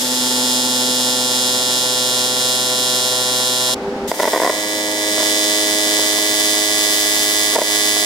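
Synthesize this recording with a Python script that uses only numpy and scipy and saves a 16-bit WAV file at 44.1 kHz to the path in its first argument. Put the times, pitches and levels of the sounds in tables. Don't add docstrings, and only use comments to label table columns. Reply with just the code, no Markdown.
import sys
import numpy as np
from scipy import signal
from scipy.fft import rfft, irfft, next_fast_len
from scipy.io import wavfile
from scipy.ndimage import uniform_filter1d, map_coordinates

SR = 44100
rng = np.random.default_rng(int(sys.argv[2]) if len(sys.argv) > 2 else 0)


def generate_wav(signal):
    frames = np.transpose(np.atleast_2d(signal))
    scaled = np.clip(frames, -1, 1) * 32767
    pcm = np.round(scaled).astype(np.int16)
    wavfile.write(sys.argv[1], SR, pcm)


N = 355005
T = np.arange(N) / SR
TOP_HZ = 15800


def amp(db):
    return np.exp(np.asarray(db) * np.log(10) / 20)


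def unit(x):
    return x / np.sqrt(np.mean(x ** 2) + 1e-20)


def along(points, hz):
    f, v = np.transpose(points)
    return np.interp(np.log(hz + 1), np.log(f + 1), v)


def curve(points):
    t, v = np.transpose(points)
    return np.interp(T, t, v)


def wobble(rate, size=32):
    knots = rng.standard_normal(int(N * rate / SR) + 4)
    coarse_t = T[::size]
    return np.interp(T, coarse_t, map_coordinates(knots, [coarse_t * rate]))


def sine(hz, phase):
    return np.sqrt(2) * np.sin(2 * np.pi * hz * T + phase)


def filtered(x, response):
    m = next_fast_len(N + 8192)
    return irfft(rfft(x, m) * response(np.fft.rfftfreq(m, 1 / SR)), m)[..., :N]


def width(hz, split_hz=1150, peak_hz=2400, peak=0.91):
    apart = 0.81 + peak / (1 + ((hz - peak_hz) / 300) ** 2)
    rumble = 0.72 / (1 + (hz / 35) ** 2)
    return 0.043 + rumble + apart / (1 + (split_hz / (hz + 1)) ** 6)


def noise(spectrum):
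    mid = filtered(rng.standard_normal(N), lambda hz: amp(along(spectrum, hz)))
    side = filtered(rng.standard_normal(N), lambda hz: amp(along(spectrum, hz)) * width(hz))
    return unit(np.array([mid + side, mid - side]))


def ring(modes, t, scatter, scatter_db=1.2):
    out = 0
    for hz, db, t60 in modes:
        decay = amp(db + rng.normal(0, scatter_db) - 60 * t / t60)
        out = out + decay * np.sin(2 * np.pi * hz * (1 + scatter * rng.normal()) * t)
    return out


def cycle(harmonics, turns, fades=(), age=0, size=65536):
    harmonics = harmonics / np.sqrt(np.sum(abs(harmonics) ** 2) / 2 / 2)
    wave = irfft(np.pad(harmonics, ((0, 0), (1, 0))), size) * size / 2
    out = wave[:, (turns * size).astype(int) % size]
    for k, db_per_s in fades:
        if harmonics[0, k - 1]:
            partial = np.real(harmonics[:, k - 1, None] * np.exp(2j * np.pi * k * turns))
            out = out + (amp(db_per_s * age) - 1) * partial
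    return out


def snaps(rate, orders, treble, sides, side_db, lean, crackle, snap_gain, snap_hz, bunching, diffuse,
          near, near_decay, back_snap, back_echo, balance, crackle_turn=0.52, bounce=0.66, bounce_s=.00062):
    k = np.arange(1, int(TOP_HZ / rate) + 1)
    hz = k * rate
    delay = np.arange(2 * len(k) + 2) / (2 * len(k) + 2) / rate
    since_crackle = (delay - crackle_turn / rate) % (1 / rate)
    answer = unit(np.exp(-delay / near_decay) + back_echo * np.exp(-since_crackle / near_decay))
    strength = near * answer + diffuse
    echoes = strength * rng.standard_normal((2, len(delay)))
    mid, side = rfft(echoes)[:, k] / np.sqrt(len(delay))
    rebound = -bounce * np.exp(-2j * np.pi * hz * bounce_s)
    snap = snap_gain * (1 + rebound + rebound ** 2) / (1 + (hz / snap_hz) ** 4)
    snap = snap * (1 + crackle * np.exp(-2j * np.pi * k * crackle_turn))
    return_snap = back_snap / (1 + (hz / 1800) ** 2) * np.exp(-2j * np.pi * k * balance)
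    mid = mid + snap + return_snap
    harmonic_db = along(treble, hz) + rng.normal(0, 1.7, len(k))
    for multiple, db in orders:
        harmonic_db[multiple - 1] = db
    mid = mid / abs(mid) * amp(harmonic_db)
    swell = strength ** bunching
    for _ in range(3):
        mid = rfft(irfft(np.pad(mid, 1)) * swell)[k]
        mid = mid / abs(mid) * amp(harmonic_db)
    side_level = amp(along(sides, hz) + side_db + rng.normal(0, 1.4, len(k)))
    side = side / abs(side) * side_level + mid * along(lean, hz)
    return hz, np.array([mid + side, mid - side])


def rasp(harmonics, hz, turns, drift=0.37, leftward_db=-1.0):
    random = rng.standard_normal(len(hz)) + 1j * rng.standard_normal(len(hz))
    shift = drift * np.minimum(hz / 12000, 1) * random
    travel = .5 + .5 * np.cos(2 * np.pi * T / 7.5)
    edge = travel * cycle(harmonics * (1 + shift), turns)
    edge = edge + (1 - travel) * cycle(harmonics * (1 - shift), turns)
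    return amp(0.28 * wobble(110)) * amp([[leftward_db / 2], [-leftward_db / 2]]) * edge


def spell(start, stop, fade_s=0.046):
    return np.clip(np.minimum(T - start, stop - T) / fade_s + .5, 0, 1)


# (start t/s, end t/s, sizzle change level/dB, fizz level/dB against the sizzle)
BRIGHT_SPELLS = [(4.06, 4.5, -0.5, -6.5), (5.998, 6.45, 0.5, -10), (6.92, 7.38, 2, -8),
                 (7.747, 8.1, -0.5, -15)]


def unrest_db(struck_s, calm_db=-6.5, strike_db=18, settle_s=.24):
    settling = strike_db * np.exp(-np.maximum(T - struck_s, 0) / settle_s)
    return calm_db + settling + sum(db * spell(start, stop) for start, stop, db, _ in BRIGHT_SPELLS)


# (f/Hz, relative level/dB)
SIZZLE_SPECTRUM = [(100, -24), (300, -7), (700, -5.5), (1350, -8), (1900, -4), (2450, -11), (3400, 1.5),
                   (4200, -2.5), (5200, -0.5), (8000, -2), (11000, -5), (14500, -10.5), (16000, -29)]
# (f/Hz, relative level/dB)
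FIZZ_SPECTRUM = [(3000, -14), (6000, -4), (9000, -5), (13000, 0), (16000, -4)]


def sizzle(turns, balance):
    flare = 1 + 0.46 * np.exp(-(turns % 1) / 0.028)
    flare = flare + 0.53 * np.exp(-((turns - balance) % 1) / 0.029)
    fizz = sum(amp(db) * spell(start, stop) for start, stop, _, db in BRIGHT_SPELLS)
    hiss = noise(SIZZLE_SPECTRUM) + noise(FIZZ_SPECTRUM) * fizz
    return amp(1.45 * wobble(90)) * unit(flare * hiss)


# (t/s, level/dB against full current)
WELD_CURRENT = [(3.75, -1.5), (4.07, -12), (4.17, -15), (4.22, -8), (4.55, -7), (4.95, -6.5), (5.2, -1)]


def arc(span, clock, drone_curve, fades, drone_top_hz, drone_db, buzz_db, buzz_db_per_s, rasp_db,
        sizzle_db, balance, **snap_settings):
    start, stop = span
    rate, first_snap = clock
    turns = rate * (T - first_snap + 2.5e-6 * wobble(45))
    hz, harmonics = snaps(rate, balance=balance, **snap_settings)
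    low, high = (hz > 200) & (hz < drone_top_hz), hz > 2450
    age = np.clip(T - (start + stop) / 2, -2, 2)
    current = curve(WELD_CURRENT)
    drone = amp(curve(drone_curve) + drone_db) * cycle(harmonics * low, turns, fades, age)
    buzz_level = buzz_db + 0.31 * current + buzz_db_per_s * (T - start) + 0.9 * wobble(70)
    buzz = amp(buzz_level) * cycle(harmonics * ~(low | high), turns, fades, age)
    unrest = unrest_db(start)
    calm = 1 / np.hypot(1, amp(unrest))
    steady = calm * amp(current + 0.38 * wobble(9))
    tone = calm * (drone + buzz) + steady * amp(rasp_db) * rasp(harmonics * high, hz, turns)
    hiss = steady * amp(unrest + sizzle_db) * sizzle(turns, balance)
    burning = np.clip((T - start) / 0.011, 0, 1) * np.clip((stop - T) / 0.008, 0, 1)
    return burning * (tone + hiss)


# (multiple of the cycle, relative level/dB)
FIRST_HARMONICS = [(1, -14), (2, 10), (3, -9), (4, -2), (5, -7), (6, -8.5), (7, -10.5), (8, -9), (9, -12),
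                   (10, -23.5), (11, -10), (12, -15.5), (13, -36), (14, -13.5), (15, -16), (16, -25.5),
                   (17, -56), (18, -55), (19, -22.5), (20, -18), (21, -44), (22, -16), (23, -8.5),
                   (24, -20.5), (25, -15), (26, -3), (27, -6), (28, -3.5), (29, -16), (30, -3), (31, -11),
                   (32, -1.5), (33, -11), (34, -14.5), (35, -6), (36, -8), (37, -9.5), (38, -10), (39, -20),
                   (40, -8.5), (41, 1), (42, -18), (43, -7.5), (44, -10), (45, -10), (46, -7.5),
                   (47, -15.5), (48, -17), (49, -8), (53, -28), (54, -10.5), (56, -2), (64, -8),
                   (67, -11.5), (69, -23), (70, -9.5), (71, -20), (72, -18), (77, -9.5), (78, -11),
                   (82, -17), (87, -11.5), (90, -20), (102, -21), (113, -17.5), (114, -18)]
# (f/Hz, relative level/dB)
FIRST_OTHERS = [(5900, -9), (6600, -17), (7400, -10), (8400, -24), (9200, -14.5), (10000, -16),
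                (10900, -22), (11700, -23.5), (13000, -24), (14500, -21), (15400, -35)]
# (f/Hz, relative level/dB)
FIRST_SIDES = [(150, -40), (700, -35), (1100, -27), (1450, -15), (1900, -16.5), (2300, -14), (2800, -17),
               (3400, -11), (4200, -15), (5100, -15.5), (6200, -13), (7300, -12.5), (8500, -18),
               (10000, -15.5), (12000, -23), (14500, -25)]
# (f/Hz, lean from -1 right to 1 left)
FIRST_LEANING = [(900, 0.0066), (1500, 0.21), (2400, -0.041), (3500, -0.21), (4400, 0.47), (5800, -0.38),
                 (7000, -0.011), (9400, -0.37), (10800, 0.22), (12700, -0.53), (14500, 0.19)]
# (t/s, relative level/dB)
FIRST_DRONE_CURVE = [(0.0, -24), (0.76, -25.5), (1.66, -34), (2.79, -37.5), (3.6, -38.5)]
# (multiple of the cycle, slope/dB per s)
FIRST_CREEP = [(5, 1), (7, -4.5), (8, 1)]


def first_weld():
    return arc(
        span=(-0.1, 3.748),
        clock=(125.795, 2.0019),
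        drone_curve=FIRST_DRONE_CURVE, fades=FIRST_CREEP, drone_top_hz=330, drone_db=0,
        buzz_db=-26.0, buzz_db_per_s=0.64, rasp_db=-15.5, sizzle_db=-19.0, balance=.75,
        orders=FIRST_HARMONICS, treble=FIRST_OTHERS, sides=FIRST_SIDES, side_db=0.5, lean=FIRST_LEANING,
        crackle=0.31, snap_gain=0.82, snap_hz=11000, bunching=0.03, diffuse=0.76,
        near=0.77, near_decay=0.0014, back_snap=2.6, back_echo=0.2)


# (f/Hz, relative level/dB)
AIR_SPECTRUM = [(25, -26), (70, -15), (145, -15.5), (250, 1), (340, -6.5), (440, -5.5), (530, -1),
                (650, -7), (780, -9), (900, -7), (1050, -15), (1500, -17.5), (2500, -27), (5000, -29),
                (10000, -44), (15000, -51)]
# (f/Hz, relative level/dB)
BLADE_TONES = [(398.4, -5.5), (500.6, -8.5), (796.7, -10.5)]


def fan(air_db=-1.5, tones_db=-1, lit_tones_db=-6):
    tones = 0
    for hz, db in BLADE_TONES:
        tones = tones + amp(db + 3.0 * wobble(16)) * sine(hz, 0.76 * wobble(14))
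    lit = np.interp(T, [3.72, 3.76, 4.07, 4.11], [1, 0, 0, 1])
    level_db = -31.5 + 8 * (1 - lit) - 0.35 * T
    whine = amp(-42 + 1.7 * wobble(5.6)) * sine(866, 0.4 * wobble(6))
    air = amp(air_db) * noise(AIR_SPECTRUM)
    return whine + amp(level_db) * (air + amp(tones_db + lit * lit_tones_db) * tones)


# (t/s, level/dB)
ARC_SPITS = [(3.692, -18), (4.1158, -3.5), (4.142, -18), (4.1938, -14.5), (4.1993, -4.5), (4.2043, -6),
             (4.2225, -17), (4.232, -2.5), (4.2422, -4), (4.2543, -4), (4.2762, -7), (4.2808, -9),
             (4.3335, -4), (4.3382, -4), (4.3478, -4.5), (4.361, -4), (4.367, -10), (4.3765, -6.5),
             (4.4007, -2.5), (4.4183, -5), (4.4243, -6), (4.4338, -4), (4.4473, -3.5), (4.4528, -5),
             (4.4628, -2), (4.4758, -2), (4.4962, -3), (4.5012, -7.5), (4.975, -25), (5.180, -15.5),
             (5.199, -18), (5.204, -15), (5.228, -15), (5.993, -13.5), (6.185, -16), (7.535, -17),
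             (7.5542, -11), (7.5605, 3), (7.5648, -0.5), (7.5828, -6), (7.5878, 1), (7.612, -11),
             (7.6172, -0.5), (7.966, -14)]
# (f/Hz, relative level/dB, t60/s)
BENCH_MODES = [(524, -7.5, 0.011), (650, 0, 0.019), (976, -0.5, 0.019), (1453, -7.5, 0.012),
               (1885, -5, 0.014), (3550, -18, 0.006), (5000, -7, 0.0053)]


def pops(crack_db=-22, crack_t60=0.013, low_cut_hz=280, small_db=-27, pivot_hz=650,
         hot_dull_db_per_octave=6.5):
    out, t = np.zeros((2, N + SR)), np.arange(SR // 10) / SR
    times = rng.uniform(0, N / SR, size=70)
    small = [(s, small_db + 3 * rng.normal()) for s in times if not 3.7 < s < 4.2]
    for s, db in ARC_SPITS + small:
        dull = hot_dull_db_per_octave * amp(np.interp(s, *np.transpose(WELD_CURRENT))) ** 4
        modes = [(hz, level - dull * np.log2(hz / pivot_hz), t60) for hz, level, t60 in BENCH_MODES]
        crack = amp(crack_db - 2 * dull - 60 * t / crack_t60) * rng.standard_normal((2, len(t)))
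        out[:, round(s * SR):][:, :len(t)] += amp(db) * (ring(modes, t, scatter=0.045) + crack)
    no_bass = signal.butter(3, low_cut_hz, "high", fs=SR, output="sos")
    return signal.sosfilt(no_bass, np.tanh(out[:, :N]))


# (f/Hz, t60/s)
ROOM_DECAY = [(200, 0.31), (2000, 0.65), (10000, 0.0084)]


def workshop(x):
    hz, t, z = signal.stft(rng.standard_normal((2, SR // 2)), SR, nperseg=256)
    spread = np.array([np.ones_like(hz), width(hz)])[:, :, None]
    z = z * amp(-60 * t / along(ROOM_DECAY, hz)[:, None]) * spread
    mid, side = signal.istft(z, SR, nperseg=256)[1]
    tail = np.array([mid + side, mid - side]) / np.linalg.norm(mid)
    delayed = np.pad(x, ((0, 0), (200, 0)))
    return signal.fftconvolve(delayed, tail, axes=1)[:, :N]


# (t/s, relative level/dB, pitch f/Hz)
HANDLING = [(3.751, -20, 268), (3.877, -21, 212), (3.925, -19, 268), (3.958, -16, 270), (4.031, -14, 240),
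            (4.088, -16, 232)]
# (multiple of the pitch, relative level/dB, t60/s)
KNOCK_MODES = [(0.3, -18, 0.078), (0.86, -14.5, 0.064), (1, -0.5, 0.046)]


def knocks():
    out, t = np.zeros(N + SR), np.arange(SR // 5) / SR
    soft_onset = 1 - np.exp(-t / 0.004)
    for s, db, pitch in HANDLING:
        modes = [(multiple * pitch, level, t60) for multiple, level, t60 in KNOCK_MODES]
        out[round(s * SR):][:len(t)] += amp(db + 4.5) * ring(modes, t, scatter=0.01) * soft_onset
    return out[:N]


# (multiple of the cycle, relative level/dB)
SECOND_HARMONICS = [(1, -20.5), (2, -17.5), (3, 0.5), (4, -2.5), (5, -10.5), (6, 0), (7, -7), (8, -27),
                    (9, -12), (10, -11.5), (11, -10), (12, -23), (13, -38), (14, -29), (15, -26), (16, -5),
                    (17, -10), (18, -9.5), (19, -1), (20, -10.5), (21, -18), (22, -10), (23, -53),
                    (24, -45), (25, -24), (26, -19), (27, -22), (28, -8), (29, -11), (30, -0.5), (31, -13),
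                    (32, -9), (33, 1.5), (34, -1.5), (35, -3), (36, -4), (37, -9), (38, -4.5), (39, -4.5),
                    (40, -4.5), (41, -12), (42, -8.5), (43, -9.5), (44, -4.5), (45, -5.5), (46, -0.5),
                    (47, -6.5), (48, -1.5), (49, -1), (50, -8), (51, -1), (52, -7.5), (53, -3.5), (54, -18),
                    (56, -24), (58, -1), (59, -9.5), (60, -10), (63, -2), (65, -11.5), (66, -6), (73, -8),
                    (75, -4), (76, -7.5), (77, -10.5), (79, -6), (82, -3), (84, -5), (93, -12), (95, -5),
                    (98, -9), (100, -8.5), (106, -16), (117, -11), (123, -10), (142, -15.5)]
# (f/Hz, relative level/dB)
SECOND_OTHERS = [(5900, -17.5), (6600, -14), (7400, -15), (8400, -18.5), (9200, -20), (10000, -19),
                 (10900, -22.5), (11700, -21.5), (13000, -22), (14500, -26), (15400, -20)]
# (f/Hz, relative level/dB)
SECOND_SIDES = [(150, -42), (700, -52), (1100, -15.5), (1450, -7), (1900, -13.5), (2300, -2.5),
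                (2800, -6.5), (3400, -6.5), (4200, -5.5), (5100, -7.5), (6200, -10), (7300, -5),
                (8500, -9.5), (10000, -16), (12000, -18), (14500, -25)]
# (f/Hz, lean from -1 right to 1 left)
SECOND_LEANING = [(900, 0), (1300, 0.63), (2000, -0.46), (3000, -0.9), (3900, -0.17), (4400, 0.36),
                  (5400, 0.27), (6500, -0.77), (8500, -0.45), (10300, -0.9), (13000, -0.66),
                  (15000, -0.081)]
# (t/s, relative level/dB)
SECOND_DRONE_CURVE = [(4.55, -30.5), (4.79, -28), (5.65, -26.5), (7.4, -31)]
# (multiple of the cycle, slope/dB per s)
SECOND_CREEP = [(4, 1.4), (5, -5.5), (9, -4)]


def second_weld():
    return arc(
        span=(4.072, 8.2),
        clock=(104.415, 6.0070),
        drone_curve=SECOND_DRONE_CURVE, fades=SECOND_CREEP, drone_top_hz=680, drone_db=3.5,
        buzz_db=-24.5, buzz_db_per_s=0.31, rasp_db=-15.5, sizzle_db=-15.5, balance=.69,
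        orders=SECOND_HARMONICS, treble=SECOND_OTHERS, sides=SECOND_SIDES, side_db=-1.5, lean=SECOND_LEANING,
        crackle=0.72, snap_gain=0.61, snap_hz=7000, bunching=0.18, diffuse=0.71,
        near=1.22, near_decay=0.0011, back_snap=2.63, back_echo=0.65)


def scene():
    hits = pops() + knocks()
    echo = amp(-18) * workshop(hits)
    return first_weld() + second_weld() + hits + echo + fan()


def gain_control(x, limit_db=-11.5, recover_db_per_s=45, size=176):
    level = 10 * np.log10(np.abs(uniform_filter1d(x.mean(axis=0) ** 2, size)) + 1e-12)
    climb = recover_db_per_s * T
    cut = np.maximum.accumulate(np.maximum(level - limit_db, 0) + climb) - climb
    return x * amp(-uniform_filter1d(cut, size // 2))


def record(dry, top=0.92, knee=6):
    x = gain_control(dry)
    rounded = x / (1 + abs(x / top) ** knee) ** (1 / knee)
    return filtered(rounded, lambda hz: hz < TOP_HZ)


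dry = scene()
out = record(dry)
generate_wav(out)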